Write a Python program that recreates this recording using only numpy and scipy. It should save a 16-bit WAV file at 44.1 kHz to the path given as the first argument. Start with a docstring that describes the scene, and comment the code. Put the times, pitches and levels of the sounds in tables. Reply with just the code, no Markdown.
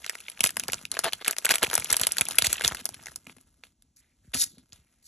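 """On a mat in a quiet room, close under a phone, fingers crumple and tear a foil card pack; later the wrapper scrapes.
Buckling creases snap as noise bursts a few ms long; panels low and high pop as short damped sines.
Gated noise grains make rustle, rips, scrape and the soft rub of cards; jittered pulses make a creak.
Soft blows are short falling chirps with a shake of the table; hand rumble and faint air noise lie beneath.
Two microphone ports hear it with unequal phase and level, and with short reflections."""
import sys
import numpy as np
from scipy import signal
from scipy.fft import rfft, irfft
from scipy.io import wavfile
from scipy.ndimage import uniform_filter1d, map_coordinates

SR = 44100
rng = np.random.default_rng(int(sys.argv[2]) if len(sys.argv) > 2 else 0)


def int16_out(signal):
    """Quantize to a 16-bit WAV file."""
    q = np.round(np.clip(np.atleast_2d(signal).T, -1, 1) * 32767)
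    wavfile.write(sys.argv[1], SR, q.astype(np.int16))


N = 223713

# Creases buckling: t/s, panel reference level/dB, panel f/Hz, pack body re panel/dB, treble re panel/dB
CREASE_SNAPS = [(0.0433, -22.5, 2570, -45, -20), (0.063, -16, 3820, -21.5, -17),
                (0.0952, -15.5, 2120, -20, -5), (0.104, -30, 2000, -21, -29),
                (0.1522, -24, 2090, -11.5, -14), (0.183, -39, 3000, -31, -6),
                (0.2027, -32, 2480, -46, -7.5), (0.2821, -20.5, 2520, -28.5, -37),
                (0.2986, -32.5, 3683, -22, 2), (0.316, -37, 2200, -16.5, -5.5),
                (0.3738, -30, 2170, -39, -40), (0.392, -29, 3170, -13.5, -14.5),
                (0.4058, -7, 2850, -26, -5.5), (0.4388, -6, 2890, -19, -1.5),
                (0.4417, -11, 2200, -9.5, -8.5), (0.45, -21, 5660, -12, 5.5),
                (0.4607, -9.5, 3220, -16.5, -16.5), (0.4705, -18.5, 6280, -22.5, 2),
                (0.4912, -20, 3135, -36.5, -9), (0.5046, -25, 6296, -18, -1.5),
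                (0.5679, -16, 2150, -8.5, -2.5), (0.596, -18, 6300, -37, -1.5),
                (0.6354, -22.5, 2610, -18, -8), (0.6817, -15.5, 3370, -23, -8.5),
                (0.6871, -33.5, 2090, 8, -21), (0.6984, -22, 2080, -22, -25),
                (0.7198, -25.5, 5530, -39, -0.5), (0.7318, -12.5, 2900, -33, -9),
                (0.7419, -12.5, 6400, -20.5, -21), (0.8519, -19, 2830, -36, -16.5),
                (0.9152, -14.5, 4010, -40, -6.5), (0.9405, -23, 3920, -14, -14.5),
                (0.9495, -28, 2130, -29, -18.5), (0.968, -18.5, 2160, -6.5, -25.5),
                (0.9902, -12.5, 5840, -10.5, -5), (1.0423, -15, 2420, -8.5, -2),
                (1.0804, -17.5, 1750, -19.5, -32), (1.123, -25, 2688, -18, -15),
                (1.1319, -10.5, 3420, -49, -14), (1.2457, -16.5, 3580, -34, -21),
                (1.2516, -25, 2160, -19, -9), (1.2608, -19, 1740, -16, -17), (1.266, -24, 2800, -40, -11),
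                (1.2744, -27.5, 3000, -28, -7.5), (1.279, -13, 2860, -17, 2),
                (1.3091, -16, 5776, -13.5, 0.5), (1.325, -29, 3000, -22, -2),
                (1.3303, -21.5, 2210, -13.5, -30), (1.3649, -23, 2400, -15.5, -10),
                (1.3831, -13, 6300, -37.5, -11), (1.4473, -16, 2597, -13, -3),
                (1.4494, -18.5, 3210, -16.5, -0.5), (1.4541, -9.5, 2970, -24, -1),
                (1.4648, -7.5, 1740, -20.5, -30), (1.491, -9, 2410, -16.5, -11),
                (1.505, -16, 2920, -5, -6.5), (1.5086, -7.5, 1800, -22, -6),
                (1.5185, -14.5, 2600, -21, -7.5), (1.5389, -11.5, 2880, -14.5, -10.5),
                (1.545, -18, 1704, -16, -3.5), (1.5551, -16, 2460, -23, 0),
                (1.5665, -27.5, 1800, -11.5, -13), (1.582, -20.5, 2540, -21.5, -7),
                (1.6112, -43, 5800, -17.5, -8.5), (1.6292, -11, 3200, -13.5, -2.5),
                (1.6352, -10.5, 2480, -24.5, -9), (1.6457, -17, 2416, -16.5, -4),
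                (1.662, -25, 1700, -6.5, -15.5), (1.667, -18, 2520, -23.5, -28),
                (1.6991, -17, 3025, -18.5, -14), (1.7117, -20.5, 2138, -8.5, -8.5),
                (1.7309, -17.5, 2820, -5, -5.5), (1.7393, -17.5, 5810, -14.5, 1),
                (1.7524, -12.5, 5980, -15, 3.5), (1.7778, -13.5, 2440, -7.5, -4.5),
                (1.7973, -27, 2830, -37, 3.5), (1.8208, -22.5, 2140, -16, -34),
                (1.844, -19.5, 6040, -30.5, -3.5), (1.9028, -10, 6440, -31, -14),
                (1.9138, -20.5, 4140, -11.5, -2), (1.9264, -12, 1739, -16, 3),
                (1.942, -18, 2717, -7.5, -10), (1.9663, -14, 5857, -20, 1), (1.9957, -20, 3640, -17, -2),
                (2.006, -27, 2565, -5, -14), (2.013, -13, 6160, -23.5, -0.5),
                (2.0335, -7.5, 3700, -35, -13.5), (2.0683, -9, 2930, -17, -1), (2.089, -29, 3000, -9, -6.5),
                (2.1066, -32, 2200, -19.5, -9), (2.1192, -18, 5800, -22.5, -0.5),
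                (2.168, -18, 1730, -24, -8), (2.1822, -6.5, 3920, -44, -8.5),
                (2.1947, -25, 2938, -16.5, -5), (2.2094, -9, 2680, -16, -1),
                (2.215, -11, 2790, -26.5, -22.5), (2.2528, -26, 5820, -23, -1.5),
                (2.2851, -23, 5966, -20, 2.5), (2.3088, -15.5, 3400, -34, -12.5),
                (2.32, -27, 5760, -12, -3.5), (2.3546, -36, 3320, -16.5, 8.5),
                (2.3835, -5.5, 2490, -25.5, -9.5), (2.3851, -2, 3900, -20, -5),
                (2.4208, -7, 3310, -18, -21), (2.4215, -13.5, 3500, -13, -6),
                (2.4482, -17.5, 3500, -20, -3.5), (2.4673, -6.5, 3750, -28, -8.5),
                (2.5279, -15.5, 5940, -44, 3.5), (2.5408, -20, 6040, -29.5, -13),
                (2.6089, -14.5, 1700, -10, -17.5), (2.6187, -18.5, 2438, -22, -14.5),
                (2.6465, -3.5, 3034, -24.5, -20), (2.6577, -16, 3550, -19, -15),
                (2.6773, -4, 5900, -31.5, -13.5), (2.7202, -24.5, 2500, -12.5, -10),
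                (2.7467, -21, 1750, -11.5, -6.5), (2.769, -26, 2830, -32.5, -16),
                (2.802, -33, 2500, -27, -9), (2.8543, -15, 5340, -23.5, -3.5), (2.8898, -23, 5540, -17, -6),
                (2.9425, -32, 3980, -17, -4), (3.012, -49, 2200, -4, -16), (3.036, -37, 5800, -27, -21.5),
                (3.058, -22.5, 6260, -36, -23), (3.0674, -24.5, 1820, -17, -16),
                (3.083, -29, 1700, -15, -16), (3.1172, -33.5, 5880, -12, -11), (3.141, -46, 2500, -22, -30),
                (3.1588, -24, 5850, -20, -0.5), (3.2683, -29.5, 2450, -15.5, -15.5),
                (3.2951, -45, 2660, 1, -37), (3.319, -48, 6480, -13, -4), (3.3653, -46.5, 1930, -6, -9),
                (3.3831, -45.5, 2100, -10, -29), (3.4103, -51.5, 6410, -16.5, 1),
                (3.6357, -32.5, 2150, -11.5, -37.5), (3.8218, -44.5, 4000, -32, -9.5),
                (4.344, -21.5, 5600, -38, -3), (4.4203, -23, 5710, -48, 3.5), (4.439, -30, 6300, -36, -3),
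                (4.474, -43, 2500, -27, -12), (4.5818, -40, 4220, -26, -17), (4.7217, -37, 3600, -32, -25),
                (4.73, -31.5, 5790, -22.5, -22)]
# Bands of a snap, low to high: lower f/Hz, upper f/Hz, level/dB
CREASE_BANDS = [(145, 380, -18.5), (420, 1840, 7.5), (1410, 3900, -14.5), (4430, 7360, -1.5),
                (7720, 8250, -3.5), (9640, 12565, 10.5), (12500, 14000, 0)]
# Modes of the stack of cards in its sleeve: f/Hz, width/Hz, level/dB
PACK_MODES = [(490, 310, -7.5), (674, 33, -4), (940, 100, -9), (1380, 250, 1.5), (1680, 170, -0.5),
              (2120, 42, 6.5)]
# Panels popping, low and high: t/s, level/dB, f/Hz
PANEL_POPS = [(1.039, -34, 1300), (1.0795, -36, 520), (1.6343, -16, 870), (1.6371, -18, 443),
              (1.663, -35, 597), (1.677, -32, 820), (2.115, -20, 2880), (2.853, -36, 600),
              (2.891, -33.5, 684), (3.267, -36, 2450), (3.297, -31, 2440), (3.6374, -31, 3670),
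              (4.349, -35, 570), (4.724, -34.5, 4390)]
# Radiation of the foil sheet: f/Hz, relative spectral level/dB
FOIL_SPECTRUM = [(300, -9.5), (1000, -7.5), (2500, -3), (5000, -1), (8000, -3.5), (10500, -1.5),
                 (12500, -1), (13800, -17), (16000, -24)]
# Rips and swishes: start t/s, length/s, mid-rip level/dB, fall over the rip/dB, pack body re level/dB
RIP_EVENTS = [(0.4345, 0.054, -26, 14, -27), (0.732, 0.0037, -24, -1, -6.5), (0.925, 0.034, -45.5, 2, 1),
              (1.037, 0.014, -26, 3, 0), (1.054, 0.04, -35, 9, 4.5), (1.211, 0.018, -45.5, 9, 7),
              (1.27, 0.036, -42, 4, 8.5), (1.499, 0.022, -19.5, -0.5, -7.5), (1.549, 0.01, -27.5, 0, -4.5),
              (1.62, 0.012, -30, -9, 5.5), (1.728, 0.033, -41, 9, -4), (1.899, 0.015, -26, 0, -0.5),
              (2.032, 0.022, -31, 8, -6), (2.442, 0.031, -20, -2, -15.5), (2.496, 0.029, -31, 2, -13),
              (2.638, 0.041, -26, 12, -10.5), (2.711, 0.012, -44.5, -6, 12.5),
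              (2.78, 0.035, -41.5, -0.5, -4), (3.28, 0.048, -53, 3, -7.5), (3.64, 0.072, -62.5, 28, -8),
              (3.961, 0.081, -56, 3, -54), (4.011, 0.11, -73.5, 10.5, -7), (4.245, 0.077, -69.5, 12, -21.5),
              (4.58, 0.033, -62.5, 17, -8), (4.727, 0.12, -62.5, 22, -8), (5.025, 0.072, -51.5, -23, -70)]
# How firmly the fingers work the foil: t/s, rustle level/dB
RUSTLE_COURSE = [(0.0, -46), (0.39, -53.5), (0.69, -49.5), (0.82, -47), (0.89, -66), (0.93, -47),
                 (1.2, -51.5), (1.31, -65), (1.44, -42), (2.19, -41.5), (2.56, -39), (2.73, -41.5),
                 (2.84, -53), (3.108, -52), (3.191, -60.5), (3.35, -63.5), (3.588, -69.5), (3.72, -70),
                 (3.77, -93.5), (3.85, -83), (3.93, -95), (3.98, -74), (4.19, -79), (4.31, -65),
                 (4.399, -64.5), (5.07, -71.5)]
# Crinkling panels of several sizes: f/Hz, level/dB
CRINKLE_PANELS = [(900, -0.5), (1700, 1), (3000, 4.5), (5500, -7), (9500, -20)]
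# Wrapper dragged off the mat: t/s, level/dB, pack body re level/dB, middle band before doubling/dB
SCRAPE_COURSE = [(4.333, -60, -8.5, 0), (4.338, -31.5, -5.5, 6), (4.349, -19, -23, -4.5),
                 (4.354, -27, -5, -5), (4.371, -29, -20.5, -6), (4.399, -20, -28, -19),
                 (4.422, -16, -45, -39), (4.427, -23.5, -40, -11), (4.441, -19, -54, -29),
                 (4.45, -38, -23, -9), (4.56, -66, -25, -20.5)]
# Hands and pack bumping the mat: t/s, level/dB, f/Hz that sets when the chirp peaks
MAT_BLOWS = [(0.408, -40.5, 260), (0.44, -33.5, 242), (0.568, -44, 250), (0.686, -37.5, 260),
             (0.743, -45, 161), (0.835, -45, 250), (1.045, -44, 202), (1.135, -51.5, 171),
             (1.281, -51, 210), (1.631, -35, 230), (1.676, -36.5, 260), (1.778, -35.5, 199),
             (1.807, -43.5, 243), (1.909, -39.5, 110), (2.006, -37.5, 172), (2.068, -51.5, 140),
             (2.208, -32.5, 223), (2.332, -62, 120), (2.383, -46, 150), (2.421, -34.5, 210),
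             (2.468, -33.5, 123), (2.536, -52.5, 77), (2.651, -32, 145), (2.712, -36.5, 103),
             (2.757, -50.5, 120), (3.085, -49, 180), (3.268, -43.5, 436), (3.297, -47, 400),
             (3.367, -48.5, 397), (4.246, -55, 359), (4.275, -44.5, 100), (4.343, -30, 420),
             (4.357, -40, 130), (4.423, -47.5, 376), (4.573, -44.5, 403), (4.724, -52, 142.5),
             (4.785, -53.5, 110.8)]
# Fingers sliding over the cards: start t/s, length/s, level/dB, f/Hz
CARD_RUBS = [(3.957, 0.21, -75.5, 2072), (4.234, 0.058, -71.5, 1710), (4.471, 0.16, -64, 4090),
             (4.748, 0.38, -79, 2064)]
# Hands resting and shifting on the mat: t/s, drive level/dB
HAND_WEIGHT = [(0.0, -58), (0.15, -76), (0.35, -64), (0.63, -54), (1.35, -69.5), (1.71, -58), (2.74, -50.5),
               (3.83, -75), (4.29, -82.5), (4.42, -57), (5.07, -81.5)]
# Room rumble and hiss: f/Hz, relative spectral level/dB
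AIR_SPECTRUM = [(20, -17.5), (40, 3), (80, 3), (160, -10.5), (250, -5), (400, -24), (600, -22.5),
                (1500, -30.5), (5000, -26), (8000, -22), (11000, -28), (12300, -29.5), (16000, -29.5)]
# Phase between the ports: f/Hz, lead of the left/rad
PORT_LEAD = [(0, 0), (600, -.2), (1030, -.5), (1400, 0), (2200, .1), (4220, .8), (4600, 1.8), (4850, 3.14),
             (5250, 5.0), (5680, 6.1), (6720, 6.9), (7840, 8.4), (8400, 9.2), (9200, 9.5), (11900, 12.2),
             (13500, 12.9), (14800, 15.2), (16200, 15.6)]
# Level between the ports: f/Hz, left minus right/dB
PORT_LEVELS = [(60, .5), (200, 1), (380, 3), (700, 3), (1290, 0), (2380, -.5), (4400, -1), (8120, 0)]
# Microphone response: f/Hz, level/dB
MIC_RESPONSE = [(11000, -1.5), (12000, -12), (13300, -16.5), (15700, -24), (16500, -42)]

# Snaps: the foil creeps, buckles at once, then the crease runs on well below the first peak
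CREEP_S, CREEP_DB, FRONT = .0008, -20, 1.07  # FRONT: size of the first buckle against the slips
BUCKLE_T60_S, BUCKLE_CYCLES = .0034, 4  # decay time, plus this many cycles of the band's lower edge
RUN_T60_S, RUN_DB = 0.014, -17
PANEL_SPAN, PANEL_DB = 1.226, -2.5  # the panel rings from f / span to f * span
UPPER_FOLLOWS_TREBLE = 0.3  # dB per dB; the 4.7-8 kHz region lies between panel and treble

POP_CYCLES = 2.325  # sets the length of a pop
MID_DB, MID_FOLLOWS_BODY = 5.5, 0.31  # in a rip 1.4-4 kHz rises with the body, dB per dB
RUSTLE_BODY_DB, GRIP_ENDS_S = -8.5, 3.1  # the wrapper is let go at GRIP_ENDS_S
SCRAPE_RING_HZ, SCRAPE_RING_DB = 3700, -8.5  # level before doubling
CREAK_S, CREAK_LENGTH_S, CREAK_RATE_HZ = 1.044, .04, 223
CREAK_DB, CREAK_JITTER = -30.5, .03  # jitter as a share of the slip period
DELAY_CYCLES, CHIRP_START_S = 1.4, .002  # the chirp of a blow at f Hz peaks cycles / f late
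TABLE_HZ, TABLE_T60_S, TABLE_DB = 260, 0.11, -7  # the table top rings on
SHAKE_T60_S, SHAKE_DB, SHAKE_SPLIT_HZ = 0.04, -6, 110  # low blows feed the deep band
WANDER_DB, WANDER_S, WANDER_LOW = 1.5, 8e-6, .25  # level swing, time swing, swinging share of the lows
NEAR_T60_S, NEAR_DB = .008, -16  # hands, cards and mat right by the ports
ROOM_T60_S, ROOM_DB = 0.087, -16
AIR_DB = -69.5
TOP_HZ = 16600


def undb(db):
    """Amplitude ratio of a level: 20 dB per factor of ten."""
    return 10 ** (np.asarray(db) / 20)


def along(table, scale=np.log):
    """Frequency response: interpolate a table at every bin of an N-point spectrum."""
    hz, value = np.transpose(table)
    bins_hz = np.fft.rfftfreq(N, 1 / SR)
    return np.interp(scale(bins_hz + 1), scale(hz + 1), value)


def coloured(x, table):
    """Linear filtering by a magnitude spectrum, normalised to rms 1."""
    y = irfft(rfft(x) * undb(along(table)), N)
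    return y / np.sqrt(np.mean(y ** 2))


def band(x, lo_hz, hi_hz, order=2):
    """Band limitation: a band-pass along the last axis."""
    sos = signal.butter(order, [lo_hz, hi_hz], "bandpass", fs=SR, output="sos")
    return signal.sosfilt(sos, x)


def add(out, times, sounds):
    """Superposition: sum short sounds at their onset times."""
    for t, sound in zip(times, sounds):
        i = int(t * SR)
        out[i:i + len(sound)] += sound[:N - i]


def grains(rate, spread_db, t60):
    """Shot noise: random ticks of very uneven but bounded size gate noise with short decays; rms 1."""
    size_db = np.minimum(spread_db * rng.exponential(size=N), 18)
    ticks = (rng.random(N) < rate / SR) * undb(size_db)
    envelope = signal.lfilter([1], [1, -undb(-60 / (t60 * SR))], ticks)
    x = envelope * rng.standard_normal(N)
    return x / np.sqrt(np.mean(x ** 2))


def snaps():
    """Buckling instability: slow creep, a sharp front, then smaller slips; low bands rise later."""
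    s, panel_db, panel_hz, body_db, treble_db = np.transpose(CREASE_SNAPS)
    t = np.arange(2048) / SR
    after = np.maximum(t - CREEP_S, 0)
    first_buckle = t == t[int(CREEP_S * SR)]
    noise = rng.standard_normal((len(s), len(CREASE_BANDS) + 2, len(t)))
    slips = undb(19.0 * uniform_filter1d(noise[:, -1], size=16))
    out = np.zeros(N)

    def excitation(which, lo):
        creep = undb(CREEP_DB) * np.minimum(t / CREEP_S, 1)
        rise = creep + 1 - np.exp(-(after * lo / 0.5) ** 2)
        buckle = undb(-60 * after / (BUCKLE_T60_S + BUCKLE_CYCLES / lo))
        run = undb(RUN_DB - 60 * after / RUN_T60_S)
        front = FRONT * np.sqrt(SR / lo) * first_buckle
        return rise * (buckle + run) * slips * noise[:, which] + front

    def place(burst, db):
        peak = np.abs(burst).max(axis=1, keepdims=True)
        add(out, s, burst / peak * undb(panel_db + db)[:, None])

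    upper_db = UPPER_FOLLOWS_TREBLE * treble_db
    shares_db = (body_db, body_db, 0, upper_db, treble_db, treble_db, treble_db)
    for k, (lo, hi, db) in enumerate(CREASE_BANDS):
        place(band(pack(excitation(k, lo)), lo, hi, order=3), shares_db[k] + db)
    # the flat panel beside each crease has its own size, so its own pitch
    panels = [band(row, hz / PANEL_SPAN, hz * PANEL_SPAN)
              for row, hz in zip(excitation(-2, 2000), panel_hz)]
    place(np.array(panels), PANEL_DB)
    return out


def pack(x):
    """Modal resonance: the stack of cards adds its own few pitches to the excitation."""
    modes = 0
    for hz, width, db in PACK_MODES:
        modes = modes + undb(db) * signal.lfilter(*signal.iirpeak(hz, hz / width, fs=SR), x)
    return x + modes


def pops():
    """Snap-through: a panel, low or high, flips over and sounds as a short damped sine at its own pitch."""
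    s, db, hz = np.transpose(PANEL_POPS)[:, :, None]
    turns = hz * np.arange(1024) / SR
    k = turns / POP_CYCLES * 4
    out = np.zeros(N)
    add(out, s[:, 0], undb(db) * np.sin(2 * np.pi * turns) * k * np.exp(1 - k))
    return out


def foil(x, body_db, mid_db):
    """Radiation of a thin sheet: the lower shares follow how much of the pack moves."""
    x = coloured(x, FOIL_SPECTRUM)
    body = band(pack(x), 160, 1900)
    treble, mid = band(x, 5300, 22000), band(x, 1400, 4000)
    return treble + undb(mid_db) * mid + undb(body_db) * body / body.std()


def rips():
    """Stick-slip at thousands of slips a second, starting and stopping abruptly."""
    t = np.arange(N) / SR
    gain, body_db = np.zeros((2, N))
    for start, length, db, fade_db, low_db in RIP_EVENTS:
        on = (t >= start) & (t < start + length)
        gain[on] = undb(db - fade_db * ((t[on] - start) / length - .5))
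        body_db[on] = low_db
    slips = grains(2800, 8, 0.007)
    smooth_gain = uniform_filter1d(gain, size=88)  # 2 ms
    return smooth_gain * foil(slips, body_db, MID_DB + MID_FOLLOWS_BODY * body_db)


def rustle(strain):
    """Crackling noise: countless small creases, high or low by panel size; strain left by snaps adds more."""
    t = np.arange(N) / SR
    level_db = np.interp(t, *np.transpose(RUSTLE_COURSE))
    bed = foil(grains(1200, 3.6, 0.0021), RUSTLE_BODY_DB, -1.1)
    crinkles = 0
    for hz, db in CRINKLE_PANELS:
        crinkles = crinkles + undb(db) * band(grains(85, 6.1, 0.022), hz / 1.32, hz * 1.23)
    # distinct crinkles only while the pack is gripped
    gripped = np.arange(N) < GRIP_ENDS_S * SR
    handled = np.clip((level_db + 68) / 10, 0, 1) * gripped
    return (undb(level_db) + strain) * (bed + handled * crinkles)


def settling(x, t60, db):
    """Relaxation: the rms of x held with a slow release, as the sheet still has to relax."""
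    keep = undb(-120 / (t60 * SR))  # acts on power
    power = signal.lfilter([1 - keep], [1, -keep], x ** 2)
    return undb(db) * np.sqrt(power)


def scrape():
    """Dry friction: the empty wrapper slips over the weave of the mat; the lows drop out as it lifts."""
    t = np.arange(N) / SR
    s, level_db, body_db, mid_db = np.transpose(SCRAPE_COURSE)
    slips = grains(4700, 7.3, 0.012)
    mid = undb(np.interp(t, s, mid_db)) * 2 * band(slips, 1540, 3900, order=3)
    rub = foil(slips, np.interp(t, s, body_db), -np.inf) + mid  # the foil's own middle band is silent
    ring = undb(SCRAPE_RING_DB) * 2 * band(slips, SCRAPE_RING_HZ / 0.98, SCRAPE_RING_HZ * 1.1)
    gain = undb(np.interp(t, s, level_db, left=-np.inf, right=-np.inf))
    return gain * (rub + ring)


def creak():
    """Regular stick-slip: the seam opens in nearly even slips that ring the pack."""
    slips = np.arange(int(CREAK_LENGTH_S * CREAK_RATE_HZ) + 1)
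    chance = rng.standard_normal((len(slips), 2))
    times = CREAK_S + (slips + CREAK_JITTER * chance[:, 0]) / CREAK_RATE_HZ
    pulses = np.zeros(N)
    pulses[(times * SR).astype(int)] = undb(1.3 * chance[:, 1])
    ring = band(pulses, 520, 900)
    return undb(CREAK_DB) * ring / np.sqrt(np.sum(ring ** 2) / (CREAK_LENGTH_S * SR))


def thuds():
    """Group delay: soft blows heard as short falling chirps, the lows delayed by the phone's low-cut filter."""
    s, db, hz = np.transpose(MAT_BLOWS)[:, :, None]
    t = np.arange(6144) / SR
    late = t * hz / DELAY_CYCLES  # 1 at the peak of the envelope
    falling = np.sin(2 * np.pi * DELAY_CYCLES * np.log1p(t / CHIRP_START_S))
    chirp = falling * (late * np.exp(1 - late)) ** 1.4
    table = np.sin(2 * np.pi * TABLE_HZ * t) * undb(TABLE_DB - 60 * t / TABLE_T60_S)
    ring = table * np.minimum(late, 1) * (hz / TABLE_HZ) ** 2
    out = np.zeros(N)
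    add(out, s[:, 0], band(chirp + ring, 52, 2000) * undb(db))
    return out


def rubs():
    """Sliding friction: narrow, grainy hiss that swells fast and dies away."""
    t, out = np.arange(N) / SR, 0
    for start, length, db, hz in CARD_RUBS:
        done = np.clip((t - start) / length, 0, 1)
        swell = np.minimum(done * 4, 1) * np.sqrt(1 - done)
        hiss = band(grains(1300, 2.74, 0.0087), hz / 1.2, hz * 1.205)
        out = out + undb(db) * hiss / hiss.std() * swell
    return out


def wander(x):
    """Level and time differences: the hands move about under the ports, and the lows swing most."""
    knots = np.arange(0, N + 1024, 1024)
    side, low = (np.interp(np.arange(N), knots, rng.standard_normal(N // 1024 + 2)) for _ in range(2))
    way = np.array([side, -side]) / 2
    delayed = [map_coordinates(x, [np.arange(N) + WANDER_S * SR * w], mode="mirror") for w in way]
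    moved = undb(WANDER_DB * way) * np.array(delayed)
    return moved + WANDER_LOW * low * band(x, 160, 900) * np.array([[1], [-1]])


def tail(x, t60, db, onset):
    """Diffuse reflection: exponentially decaying noise, independent at each port."""
    t = np.arange(SR // 3) / SR
    echo = rng.standard_normal((2, len(t))) * undb(-60 * t / t60) * np.minimum(t / onset, 1)
    echo /= np.sqrt(np.sum(echo ** 2, axis=1, keepdims=True))
    return undb(db) * signal.fftconvolve(x[None], echo)[:, :N]


def rumble():
    """Structure-borne sound: the weight of the hands on the table, and a decaying shake after every blow."""
    t = np.arange(N) / SR
    coarse_t = t[::64]
    hands = undb(np.interp(t, *np.transpose(HAND_WEIGHT)))
    s, db, hz = np.transpose(MAT_BLOWS)[:, :, None]
    decay = undb(db + SHAKE_DB - 60 * np.maximum(coarse_t - s, 0) / SHAKE_T60_S)
    shake = decay * np.clip((coarse_t - s) / 0.0042, 0, 1)
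    deep_share = 1 / (1 + (hz / SHAKE_SPLIT_HZ) ** 2)
    deep_gain = np.interp(t, coarse_t, (shake * deep_share).sum(axis=0))
    low_gain = np.interp(t, coarse_t, (shake * (1 - deep_share)).sum(axis=0))
    deep = band(grains(260, 1.5, 0.12), 61, 100)
    low = band(grains(230, 1.3, 0.041), 77, 290, order=3)
    deep_part = (undb(-13.5) * hands + undb(-1) * deep_gain) * deep / deep.std()
    low_part = (undb(-2.5) * hands + undb(-2.0) * low_gain) * low / low.std()
    return deep_part + low_part


def air():
    """Partial coherence: wavering room rumble and hiss, a small part of it unrelated at the two ports."""
    mid, left, right = (coloured(rng.standard_normal(N), AIR_SPECTRUM) for _ in range(3))
    steps = np.repeat(rng.standard_normal(N // 4096 + 1), 4096)
    waver = uniform_filter1d(steps, size=4096)[:N]
    return undb(AIR_DB + 2.0 * waver) * (mid + 0.098 * np.array([left, right]))


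def scene():
    """Superposition of direct sound, reflections and background at the two ports."""
    cracks = snaps()
    strain = settling(cracks, 0.032, -11.0)
    near = cracks + pops() + rips() + rustle(strain) + scrape() + creak() + rubs()
    echoes = tail(near, NEAR_T60_S, NEAR_DB, 0.000091) + tail(near, ROOM_T60_S, ROOM_DB, 0.0015)
    return wander(near + thuds()) + echoes + rumble() + air()


def record(dry):
    """Transduction: treble roll-off, phase and level differences of the ports, rounded peaks, a steep top limit."""
    # each port takes half of the difference
    turn = np.exp(.5j * along(PORT_LEAD, np.asarray)) * undb(along(PORT_LEVELS) / 2)
    ports = irfft(rfft(dry) * undb(along(MIC_RESPONSE)) * np.array([turn, 1 / turn]), N)
    ports = ports / (1 + (ports / .82) ** 4) ** .25
    return signal.sosfilt(signal.ellip(12, .2, 95, TOP_HZ, fs=SR, output="sos"), ports)


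dry = scene()
out = record(dry)
int16_out(out)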